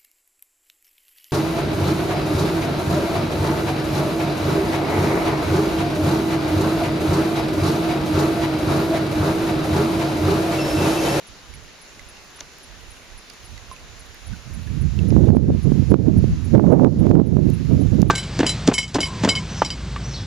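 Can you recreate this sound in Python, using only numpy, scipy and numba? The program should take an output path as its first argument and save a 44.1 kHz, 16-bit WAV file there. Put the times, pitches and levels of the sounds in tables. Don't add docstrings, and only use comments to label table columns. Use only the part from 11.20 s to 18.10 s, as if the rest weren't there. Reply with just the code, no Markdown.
import sys
import numpy as np
from scipy import signal
from scipy.fft import rfft, irfft
from scipy.io import wavfile
from scipy.ndimage import uniform_filter1d
from numba import njit

SR = 44100
rng = np.random.default_rng(int(sys.argv[2]) if len(sys.argv) > 2 else 0)


def persist_wave(psi):
    counts = np.round(np.clip(psi, -1, 1) * 32767).astype(np.int16)
    wavfile.write(sys.argv[1], SR, np.atleast_2d(counts).T)


N = 304290
T = np.arange(N) / SR
DROP_T = T[:SR // 6]

# (frequency [Hz], relative density [dB])
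STREAM_SPECTRUM = [(30, -8), (100, 3), (300, 4), (750, 0.5), (1100, 0.5), (1700, 1), (2800, 0), (3300, -3),
                   (3900, -1), (5000, -3.5), (6800, -2.5), (10000, -9), (14000, -21.5)]
# (frequency [Hz], port correlation [0-1], left minus right [dB])
STREAM_IMAGE = [(60, 0.8, -3), (400, 0.54, 0), (1220, 0.63, -1.2), (2330, 0.18, -2), (4400, 0.39, 0.5),
                (8000, 0.15, 1), (15000, 0.1, -2)]
# (time [s], level [dB])
BREEZE_LEVELS = [(0, -51.5), (1.1, -49.5), (2.1, -47), (3.2, -43), (3.7, -27.5), (4.35, -17), (4.67, -19.5),
                 (5.22, -18.5), (5.7, -9.5), (6.05, -12), (6.44, -16.5), (6.9, -16.5)]
# (start [s], length [s], midpoint level [dB], swell start to end [dB], eddy size [ratio])
WIND_GUSTS = [(0.09, 0.045, -42, -5, 1.22), (0.274, .17, -37.5, -0.5, 1), (0.787, 0.15, -47, 1, 0.93),
              (1.5, .26, -40, -0.5, 1.05), (1.92, 0.046, -36, -3, 1.5), (2.215, 0.13, -38, 8, 0.95),
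              (2.416, 0.53, -41, 1.5, 0.8), (3.084, 0.051, -27.5, 4, 0.91), (3.261, 0.15, -28, 5, 0.81),
              (3.481, 0.096, -21, -1, 0.87), (3.621, 0.082, -16, -2.5, 1.36),
              (3.762, 0.075, -14.5, 4, 1.05), (3.89, 0.35, -7, 5.5, 1.07), (4.296, 0.032, -9, -3, 0.99),
              (4.457, 0.15, -12.5, 1.5, 1.05), (4.721, 0.18, -7, -0.5, 0.99), (4.97, 0.075, -9, -0.5, 1.32),
              (5.343, 0.31, -4, 5, 0.8), (5.826, 0.17, -5.5, 9.5, 0.92), (6.105, .2, -10, 1, 1.05),
              (6.516, 0.21, -15, -12, 1.03), (6.746, 0.26, -9.5, 6.5, 1.06)]
# (time [s], level [dB])
LEFT_SWIRLS = [(2.65, -43), (3.62, -39), (4.17, -24), (4.31, -12), (4.99, -20), (5.125, -16.5), (5.37, -27),
               (5.77, -14.5), (5.93, -16.5), (6.55, -27), (6.66, -38)]
# (time [s], bubble peak [dB], pitch [Hz], bubble t60 [s], splash level [dB], left minus right [dB])
BUBBLE_DROPS = [(0.3387, -41.5, 2180, 0.029, -42, -16), (0.4826, -46, 1800, .05, -52, -4),
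                (.7941, -38, 2030, 0.034, -39, -16), (0.969, -41, 2730, 0.027, -39, -1),
                (1.2054, -27.5, 6140, 0.0067, -45, 14), (1.208, -30, 5500, 0.0087, -28.5, -10),
                (2.102, -38, 4600, 0.011, -39, -11), (2.378, -39, 1980, 0.024, -37.5, -18),
                (2.5139, -31.5, 1035, 0.094, -37, -8), (2.5636, -44, 2480, 0.033, -44, -18),
                (3.1336, -39, 1470, 0.077, -47, -5), (3.474, -41.5, 1690, 0.065, -48, -7),
                (3.79, -31, 2640, 0.028, -35, -12)]
# (time [s], onset level [dB], centre [Hz], t60 [s], left minus right [dB])
SPLASH_DROPS = [(1.188, -42.5, 1400, .09, -1), (1.191, -47, 4970, 0.12, 12),
                (1.2079, -32.5, 2300, 0.017, -8), (1.210, -39, 574, 0.072, 0), (1.385, -39, 9000, 0.009, 0),
                (2.0994, -33, 5800, 0.0097, -9), (2.1351, -39, 6500, .008, -2),
                (2.8635, -41, 7000, .008, 0), (2.945, -39, 9500, .008, 0), (3.7131, -51, 6960, .008, -15),
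                (3.9044, -39, 3440, 0.0084, -23), (6.301, -30, 8000, 0.007, 2),
                (6.818, -23.5, 6550, 0.0041, -11)]
# (time [s], peak [dB], pitch [Hz])
VORTICES = [(3.925, -4, 325), (3.965, 3, 255), (4.103, 5.5, 198), (4.15, -0.5, 400), (4.168, 8.5, 222),
            (4.303, -2, 400), (4.520, 3, 220), (4.742, 10, 329), (4.884, -3, 243), (5.042, -3.5, 293),
            (5.338, -4, 333), (5.351, -0.5, 170), (5.38, 5.5, 202), (5.397, -3, 850), (5.597, -2, 695),
            (5.647, 12, 325), (5.869, 5, 209), (5.913, 8, 220), (5.954, 9, 220), (6.016, 8, 276),
            (6.168, 6.5, 204), (6.267, 2.5, 210), (6.829, 6, 205)]
# (centre [Hz], width [Hz])
MOTOR_NOTCHES = [(7850, 660), (8820, 850), (11750, 580)]


def undb(db):
    return 10 ** (np.asarray(db) / 20)


def unit_rms(x):
    return x / np.sqrt(np.mean(x ** 2))


def wander(rate_hz):
    hold = max(2, int(SR / rate_hz))
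    steps = np.repeat(rng.standard_normal(N // hold + 2), hold)
    return unit_rms(uniform_filter1d(uniform_filter1d(steps, hold), hold)[:N])


def pan(pan_db):
    return undb([[pan_db / 2], [-pan_db / 2]])


def place(out, time_s, sound, pan_db):
    start = int(time_s * SR)
    part = sound[:N - start]
    out[:, start:start + len(part)] += pan(pan_db) * part


def butter(x, hz, kind, order):
    return signal.sosfilt(signal.butter(order, min(hz, .45 * SR), kind, fs=SR, output="sos"), x)


@njit
def moving_lowpass(x, hz, damping):
    y, band_state, low_state = np.empty(len(x)), 0., 0.
    for i in range(len(x)):
        g = np.tan(np.pi * min(hz[i], 8000.) / SR)
        band = (band_state + g * (x[i] - low_state)) / (1 + g * (g + damping))
        y[i] = low_state + g * band
        band_state, low_state = 2 * band - band_state, 2 * y[i] - low_state
    return y


def stream(level_db=-45, flicker_db=0.8, flicker_hz=18):
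    log_hz = np.log(np.maximum(np.fft.rfftfreq(N, 1 / SR), 1))
    hz, db = np.transpose(STREAM_SPECTRUM)
    colour = undb(np.interp(log_hz, np.log(hz), db))
    hz, *image = np.transpose(STREAM_IMAGE)
    correlation, pan_db = (np.interp(log_hz, np.log(hz), column) for column in image)
    sign = np.array([[1], [-1]])
    mid, side = rfft(rng.standard_normal((2, N)))
    ports = np.sqrt(1 + correlation) * mid + sign * np.sqrt(1 - correlation) * side
    ports = ports * colour * undb(sign * pan_db / 2)
    band = np.clip(np.floor(2 * (log_hz - np.log(250)) / np.log(2)), 0, 10)
    hiss = sum(irfft(ports * (band == k), N) * undb(flicker_db * wander(flicker_hz))
               for k in np.unique(band))
    return undb(level_db) * unit_rms(hiss)


def gusts(attack_s=0.021, release_s=0.039):
    power = undb(np.interp(T, *np.transpose(BREEZE_LEVELS))) ** 2
    weighted_size = power.copy()
    for start_s, length_s, db, swell_db, size in WIND_GUSTS:
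        age_s = T - start_s
        edges = np.exp(np.minimum(age_s, 0) / attack_s - np.maximum(age_s - length_s, 0) / release_s)
        progress = np.clip(age_s / length_s, 0, 1)
        gust_power = (edges * undb(db + swell_db * (progress - .5))) ** 2
        power += gust_power
        weighted_size += size * gust_power
    return np.sqrt(power), weighted_size / power


def turbulence(corner_hz, flutter_db=1.7, flutter_hz=60, brightening=0.39, damping=1.524, crest=6.0):
    swirl_db = flutter_db * wander(flutter_hz)
    hz = corner_hz * undb(brightening * swirl_db)
    eddies = rng.standard_normal(N) / np.sqrt(hz)
    eddies = moving_lowpass(moving_lowpass(eddies, hz, damping), hz, damping)
    bass_cut_hz = 80 * (corner_hz / 250) ** 0.86
    eddies = eddies - moving_lowpass(eddies, bass_cut_hz, damping=1.14)
    eddies = unit_rms(butter(eddies, 36, "high", order=1)) * undb(swirl_db)
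    return crest * np.tanh(eddies / crest)


def wind(left_db=-24, right_db=-0.33, left_corner_ratio=0.94, swirl_sigma_s=0.025):
    pressure, eddy_size = gusts()
    corner_hz = 415 * pressure ** 0.32 / eddy_size
    swirls = sum(undb(db) * np.exp(-.5 * ((T - time_s) / swirl_sigma_s) ** 2)
                 for time_s, db in LEFT_SWIRLS)
    left = np.hypot(undb(left_db) * pressure, swirls) * turbulence(left_corner_ratio * corner_hz)
    right = undb(right_db) * pressure * turbulence(corner_hz) + buffets()
    return np.array([left, right])


def motor(first_s=0.0689, period_s=.27243, on_s=.018, whine_hz=10978, level_db=-46, pan_db=3):
    running = (T - first_s) % period_s < on_s
    envelope = uniform_filter1d(running.astype(float), size=50)
    return undb(level_db) * pan(pan_db) * envelope * np.sin(2 * np.pi * whine_hz * T)


def splash(centre_hz, t60_s, edge_ratio=1.63):
    fade = np.exp(-np.log(1000) * DROP_T / t60_s)
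    burst = fade * rng.standard_normal(len(fade))
    burst = butter(burst, centre_hz / edge_ratio, "high", order=2)
    burst = butter(burst, centre_hz * edge_ratio, "low", order=3)
    return unit_rms(burst) * np.sqrt(np.mean(fade ** 2))


def bubble(hz, t60_s, overshoot=0.073, settle_s=0.0024):
    pitch_hz = hz * (1 + overshoot * np.exp(-DROP_T / settle_s))
    fade = np.exp(-np.log(1000) * DROP_T / t60_s)
    return fade * np.sin(2 * np.pi * np.cumsum(pitch_hz) / SR)


def near_drips(crack_hz=4500, crack_t60_s=0.0067):
    out = np.zeros((2, N))
    for time_s, db, hz, t60_s, splash_db, pan_db in BUBBLE_DROPS:
        drop = undb(db) * bubble(hz, t60_s) + undb(splash_db) * splash(crack_hz, crack_t60_s)
        place(out, time_s, drop, pan_db)
    for time_s, db, hz, t60_s, pan_db in SPLASH_DROPS:
        place(out, time_s, undb(db) * splash(hz, t60_s), pan_db)
    return out


def far_drips(count=60, median_ring_db=-51, median_tick_db=-47, scatter_db=2.5, median_hz=2300):
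    out = np.zeros((2, N))
    times_s = rng.uniform(0, T[-1], count)
    for time_s, (size, pitch, side) in zip(times_s, rng.standard_normal((count, 3))):
        ring = undb(median_ring_db) * bubble(median_hz * np.exp(.35 * pitch), t60_s=0.048)
        tick = undb(median_tick_db) * splash(centre_hz=8000, t60_s=.005)
        place(out, time_s, undb(scatter_db * size) * (ring + tick), pan_db=3 * side)
    return out


def buffets(lead_cycles=0.28, ring_cycles=0.46, cutoff_ratio=3.35):
    out = np.zeros(N)
    offset_s = np.arange(-SR // 50, SR // 50) / SR
    for time_s, db, hz in VORTICES:
        envelope = np.exp(-np.abs(hz * offset_s) / np.where(offset_s < 0, lead_cycles, ring_cycles))
        push = envelope * np.sin(2 * np.pi * hz * offset_s)
        push = butter(push, cutoff_ratio * hz, "low", order=2)
        out += undb(db) * np.interp(T, time_s + offset_s, push / push.max(), left=0, right=0)
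    return out


@njit
def follow_peak(x, attack_s, release_s):
    y, level = np.empty(len(x)), 0.
    for i in range(len(x)):
        level += (x[i] - level) / (SR * (attack_s if x[i] > level else release_s))
        y[i] = level
    return y


def scene():
    return stream() + near_drips() + far_drips() + wind() + motor()


def record(dry, threshold_db=-1.0, attack_s=0.00094, release_s=0.18, notch_db=-24, top_hz=15100):
    peak = follow_peak(np.abs(dry).max(axis=0), attack_s, release_s)
    out = dry / np.maximum(peak / undb(threshold_db), 1)
    for hz, width_hz in MOTOR_NOTCHES:
        b, a = signal.iirnotch(hz, hz / width_hz, fs=SR)
        notched = signal.lfilter(b, a, signal.lfilter(b, a, out))
        out = undb(notch_db) * out + (1 - undb(notch_db)) * notched
    lowpass = signal.ellip(8, .2, 70, top_hz, fs=SR, output="sos")
    return signal.sosfilt(lowpass, np.clip(out, -1, 1))


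dry = scene()
out = record(dry)
persist_wave(out)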